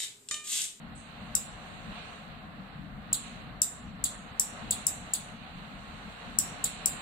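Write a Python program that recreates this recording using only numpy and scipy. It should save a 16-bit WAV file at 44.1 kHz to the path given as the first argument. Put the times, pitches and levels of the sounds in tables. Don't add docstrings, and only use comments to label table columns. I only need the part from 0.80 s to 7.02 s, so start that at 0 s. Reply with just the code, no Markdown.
import sys
import numpy as np
from scipy import signal
from scipy.fft import rfft, irfft, next_fast_len
from scipy.io import wavfile
from scipy.ndimage import uniform_filter1d

SR = 44100
rng = np.random.default_rng(int(sys.argv[2]) if len(sys.argv) > 2 else 0)


def unload_wav(signal):
    wavfile.write(
        sys.argv[1],
        SR,
        np.round(np.clip(np.atleast_2d(signal).T, -1, 1) * 32767).astype(np.int16),
    )


def voltage_ratio(level):
    return 10 ** (np.asarray(level, float) / 20)


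N = 274169


def at_hz(points, hz, column=1):
    points = np.array(points)
    return np.interp(np.log(hz), np.log(points[:, 0]), points[:, column])


def filtered(x, order, hz, kind):
    return signal.sosfilt(signal.butter(order, hz, kind, fs=SR, output="sos"), x)


def air_noise(colour):
    # frequency in Hz, left-right likeness (1 the same, -1 opposed).
    likeness = [(60, 0.96), (130, 0.72), (290, 0.83), (640, 0.66), (1410, -0.14), (3100, 0.07),
                (6820, -0.38), (15000, 0.67)]
    # frequency in Hz, left minus right in dB.
    lean = [(60, 2.5), (110, 1.5), (200, 3.5), (380, 2.5), (700, 4), (1290, 0.5), (2380, -5.0), (4400, -11),
            (8120, 1), (15000, -5)]
    size = next_fast_len(N)
    hz = np.maximum(np.arange(size // 2 + 1) * SR / size, 1)
    mid, side = rfft(rng.standard_normal((2, size)))
    alike = np.clip(at_hz(likeness, hz), -.9, .9)
    pair = np.sqrt(1 + alike) * mid + np.sqrt(1 - alike) * side * [[1], [-1]]
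    pan = voltage_ratio(at_hz(lean, hz) / 2 * [[1], [-1]])
    inside = (hz > colour[0][0]) & (hz < colour[-1][0])
    pair = irfft(pair * pan * voltage_ratio(at_hz(colour, hz)) * inside, size)[:, :N]
    return pair / np.sqrt(np.mean(pair.mean(axis=0) ** 2))


def background():
    # time in seconds, level of its upper rush in dB.
    air = [(0.0, -63), (0.26, -61.5), (0.43, -59), (1.0, -57.5), (1.19, -53.5), (1.59, -62), (2.2, -64),
           (2.46, -56.5), (2.84, -63.5), (3.08, -63), (3.98, -56), (4.38, -57), (4.55, -60.5), (4.79, -59),
           (5.06, -58.5), (6.01, -54), (6.22, -52)]
    # frequency in Hz, density in dB per Hz.
    rumble = [(11, -41), (18, -10.5), (43, 2), (65, -2.5), (118, -2.5), (153, 2), (193, 2.5), (238, 0.5),
              (259, -6.5), (290, -5), (340, -22), (440, -58.5), (750, -120)]
    rush = [(190, -33), (330, -12), (475, -7), (505, -5.5), (576, -6.5), (623, -3), (662, -6.5), (710, 0.5),
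            (875, -6), (991, -7), (1080, -2), (1170, -4.5), (1300, -3.5), (1460, -4.5), (2100, -8.5),
            (2730, -54.5), (4620, -120)]
    upper_rush = [(1180, -21), (2000, -20.5), (2150, -4), (2810, -1.5), (3300, -8.5), (3810, -6.5),
                  (4100, -7), (4340, -9), (4830, -23.5), (5000, -24.5), (6500, -38), (11000, -120)]
    hiss = [(2820, -43), (4800, -30.5), (5710, -3), (5950, -6), (6990, 1.5), (7580, 3.5), (8120, -4),
            (9040, -2), (9370, -20), (9650, -24.5), (9800, -26), (12700, -53.5), (21600, -120)]
    mic_hiss = [(5760, -36), (9800, -8.5), (11500, -4), (14000, -6.5), (15100, -2.5), (16200, -18),
                (16300, 8), (16500, -31)]
    # centre in seconds, half length in seconds, level in dB.
    lulls = [
        (.95, 0.152, -4),
        (1.433, 0.21, -3.5),
        (2.25, .2, 2.5),
        (2.93, .14, -2.5),
        (3.71, 0.08, -3),
        (4.407, 0.066, -4),
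        (4.85, 0.095, -3),
        (6.1, 0.18, -0.5),
    ]
    t = np.arange(N) / SR
    calm_db = -59
    flow_db = np.interp(t, *np.transpose(air)) - calm_db
    rumble_db = -47.5 - .01 * flow_db
    for centre_s, half_s, db in lulls:
        rumble_db = rumble_db + db * np.exp(-((t - centre_s) / half_s) ** 2)
    rush_db = -51.5 + .55 * flow_db
    upper_db = -56.5 + 1.1 * flow_db
    calm_hiss_db = -72
    hiss_db = np.clip(calm_hiss_db + 3.5 * flow_db, -79.5, -67)
    mic_hiss_db = -79 + .25 * (hiss_db - calm_hiss_db)

    surges = uniform_filter1d(rng.standard_normal((4, N // 1000 + 2)), size=4, axis=1) * 2
    # colour, level in dB, depth of the random surges in dB.
    layers = [(rumble, rumble_db, 2.3), (rush, rush_db, 1.2), (upper_rush, upper_db, 0.91), (hiss, hiss_db, 0.66)]
    out = voltage_ratio(mic_hiss_db) * air_noise(mic_hiss)
    for (colour, level_db, surge_db), surge in zip(layers, surges):
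        swell = np.interp(np.arange(N) / 1000, np.arange(len(surge)), surge)
        out = out + voltage_ratio(level_db + surge_db * swell) * air_noise(colour)
    return out


def far_tick():
    start_s, level_db, spread_s = .142, -41, .06
    t = np.arange(N) / SR - start_s
    fade = voltage_ratio(level_db - 10 * np.maximum(t, 0) / spread_s)
    return filtered(fade * rng.standard_normal(N) * (t > 0), 3, (6260, 9090), "band")


def switch(events, bounces, modes, longest_s, loose_ms, loose_db):
    right_lag_ms, lead, tail = 0.395, 200, 1200
    after_ms, bounce_db = np.transpose(bounces)
    hz, left_db, right_db, t60 = np.transpose(modes)[:, :, None]
    t60 = np.minimum(t60, longest_s)
    sign = (-1.) ** np.arange(len(modes))[:, None]
    t = np.arange(-lead, tail) / SR
    out = np.zeros((2, N + tail))
    chance = rng.standard_normal((len(events), len(bounces), 1 + len(modes)))
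    for (s, strength_db), luck in zip(events, chance):
        start = round(s * SR) - lead
        for ms, db, own in zip(after_ms, bounce_db, luck):
            strike_ms = ms + loose_ms * own[0]
            strike_db = strength_db + db + loose_db * own[1:, None]
            for port, (mode_db, lag_ms) in enumerate([(left_db, 0), (right_db, right_lag_ms)]):
                since = np.maximum(t - (strike_ms + lag_ms) / 1000, 0)
                level = voltage_ratio(strike_db + mode_db - 60 * since / t60)
                ring = sign * level * np.sin(2 * np.pi * hz * since)
                out[port, start:start + len(t)] += np.sum(ring, axis=0)
    return filtered(out[:, :N], 4, [3000, 16000], "band")


def pull_in(longest_s):
    # start in seconds, strength in dB.
    events = [
        (0.5519, -.6),
        (2.8183, 1.3),
        (3.5970, .7),
        (4.0677, -.5),
        (5.5872, 1.0),
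        (6.0586, -.4),
    ]
    # milliseconds after the main strike, level in dB.
    bounces = [
        (-1.127, -16.4),
        (-0.0, 3.2),
        (0.783, 2.4),
        (1.575, -5.8),
        (3.209, -11.7),
        (5.581, -14.7),
    ]
    # frequency in Hz, left in dB, right in dB, t60 in seconds.
    modes = [(4380, -30.6, -32.0, 0.0088), (4770, -28.2, -25.8, 0.0025), (5450, -23.9, -31.8, 0.0067),
             (5870, -13.2, -20.7, 0.012), (6040, -23.2, -31.4, 0.0135), (7080, -14.1, -13.1, 0.022),
             (7490, -36.2, -26.5, 0.022), (7820, -16.1, -30.3, 0.0117), (8450, -12.3, -18.2, 0.022),
             (8920, -33.5, -48.8, 0.0159), (9570, -11.5, -21.4, 0.0187), (9760, -19.0, -34.2, 0.0217),
             (10800, -15.8, -12.8, 0.0021), (11140, -23.1, -18.2, 0.004), (11950, -25.5, -29.0, 0.0046),
             (12420, -29.1, -55.0, 0.0066), (12770, -32.7, -29.3, 0.0085), (13540, -27.4, -33.4, 0.022),
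             (14470, -39.0, -44.8, 0.022), (15680, -32.3, -40.5, 0.0193)]
    return switch(events, bounces, modes, longest_s, loose_ms=.005, loose_db=.8)


def drop_out(longest_s):
    # start in seconds, strength in dB.
    events = [
        (2.3293, .9),
        (3.2405, .7),
        (3.9085, .5),
        (4.3359, -.2),
        (5.8417, -.4),
    ]
    # milliseconds after the main strike, level in dB.
    bounces = [
        (-0.937, -13.3),
        (-0.034, -0.9),
        (0.86, -7.4),
        (2.389, -3.0),
        (3.407, -13.1),
        (4.768, -9.5),
        (6.194, -14),
    ]
    # frequency in Hz, left in dB, right in dB, t60 in seconds.
    modes = [(3870, -30.4, -55.0, 0.0024), (4140, -36.6, -33.6, 0.0159), (4690, -25.3, -25.3, 0.0022),
             (5920, -23.2, -55.0, 0.003), (6650, -10.3, -21.0, 0.0067), (6670, -10.4, -27.7, 0.0051),
             (7150, -16.2, -14.3, 0.0181), (7390, -15.7, -9.8, 0.0192), (7980, -15.7, -24.9, 0.0114),
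             (8450, -47.6, -21.8, 0.0033), (8840, -14.4, -26.1, 0.0096), (9490, -15.5, -25.0, 0.0047),
             (9870, -39.5, -39.7, 0.022), (10790, -34.2, -27.1, 0.0158), (11240, -29.3, -28.2, 0.0141),
             (11400, -17.9, -17.1, 0.0036), (12290, -30.2, -35.2, 0.0066), (13950, -33.9, -41.9, 0.0104),
             (14700, -36.2, -42.0, 0.0126), (15400, -25.9, -32.6, 0.0128)]
    return switch(events, bounces, modes, longest_s, loose_ms=.008, loose_db=1.0)


def room(pull, drop):
    # frequency in Hz, t60 in seconds, left minus right in dB, pull-in send in dB, drop-out send in dB.
    bands = [(2980, 0.19, -6.5, 7, 8), (3870, 0.61, -9, 4, 16.5), (4320, 0.19, -5, -4.5, 1.5),
             (4940, 0.26, 1, -1.4, -2), (6460, 0.77, -1.5, -11.5, -7.5), (7260, 0.31, -7, 3.5, -1),
             (8500, 0.3, -4, -5, 2.5), (9630, 0.45, -2, -5, -8), (11000, 0.12, -4, -11.5, 0),
             (13700, 0.068, 8, 9.5, -1), (13300, 0.9, 2, 0, -1), (15500, .33, -3, 5, -.5)]
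    room_db, early_db, early_t60_s, first_echo_ms = -32.5, 6.5, 0.095, 5
    short_tails_hz, short_t60_s = 10500, .27
    t = np.arange(SR // 2) / SR
    edges = 2500 * 2 ** np.arange(0, 2.8, 1 / 5)
    echoes = 0
    for low, high in zip(edges, edges[1:]):
        band = filtered(rng.standard_normal((2, len(t))), 2, [low, high], "band")
        t60, side_db, *send_db = [at_hz(bands, np.sqrt(low * high), column=c) for c in range(1, 5)]
        if low > short_tails_hz:
            t60 = min(t60, short_t60_s)
        fade = voltage_ratio(-60 * t / t60) + voltage_ratio(early_db - 60 * t / early_t60_s)
        pan = voltage_ratio(side_db / 2 * np.array([[1], [-1]]))
        echoes = echoes + band * fade * pan * voltage_ratio(send_db)[:, None, None]
    echoes = echoes * np.clip(t * 1000 / first_echo_ms - 1, 0, 1)
    wet = signal.fftconvolve(np.array([pull, drop]), echoes, axes=2).sum(axis=0)
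    return voltage_ratio(room_db) * wet[:, :N]


def scene():
    air = background()
    direct = filtered(pull_in(longest_s=.018), 4, 4000, "high") + drop_out(longest_s=.018)
    blurred_s = .006
    return air + direct + room(pull_in(blurred_s), drop_out(blurred_s) + far_tick())


def starve_treble(x):
    # frequency in Hz, dB under the loudest treble band where a band is muted.
    dropped_under = [(4700, 18.5), (5500, 12), (6400, 11), (7000, 35), (9300, 37), (9900, 13), (11500, 23),
                     (13000, 24), (14500, 18), (15500, 19), (16300, 10.5)]
    luck_db, rush_masks_db, loud_grace, attack_db = 8.5, -8, .3, 12
    hz, _, frames = signal.stft(x, SR, "cosine", nperseg=2048)
    edges = np.searchsorted(hz, np.arange(4270, 17200, 430))
    power = np.add.reduceat(np.abs(frames) ** 2, edges, axis=1).sum(axis=0)[:-1]
    rush_db, level_db = np.split(10 * np.log10(power + 1e-20), [1])
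    loudest_db = np.maximum(level_db.max(axis=0), rush_db[0] + rush_masks_db)
    allowed_db = at_hz(dropped_under, hz[edges[1:-1]])[:, None]
    allowed_db = allowed_db + loud_grace * (loudest_db - np.median(loudest_db))
    luck = uniform_filter1d(rng.standard_normal(level_db.shape), size=4, axis=1) * 2
    attack = np.diff(loudest_db, prepend=0) > attack_db
    kept = (level_db + allowed_db + luck_db * luck > loudest_db) | attack | np.roll(attack, 1)
    frames[:, edges[1]:edges[-1]] *= np.repeat(kept, np.diff(edges[1:]), axis=0)
    return signal.istft(frames, SR, "cosine", nperseg=2048)[1][:, :N]


def band_limit(x):
    return signal.sosfilt(signal.butter(12, 17160, fs=SR, output="sos"), x)


def record(dry):
    dip_hz, dip_width_hz, dip_share = 7090, 590, .45
    dry = dry - dip_share * signal.lfilter(*signal.iirpeak(dip_hz, dip_hz / dip_width_hz, SR), dry)
    top_cut = signal.cheby2(8, 50, 17700, fs=SR, output="sos")
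    mix = starve_treble(signal.sosfilt(top_cut, dry))
    return band_limit(mix)


dry = scene()
out = record(dry)
unload_wav(out)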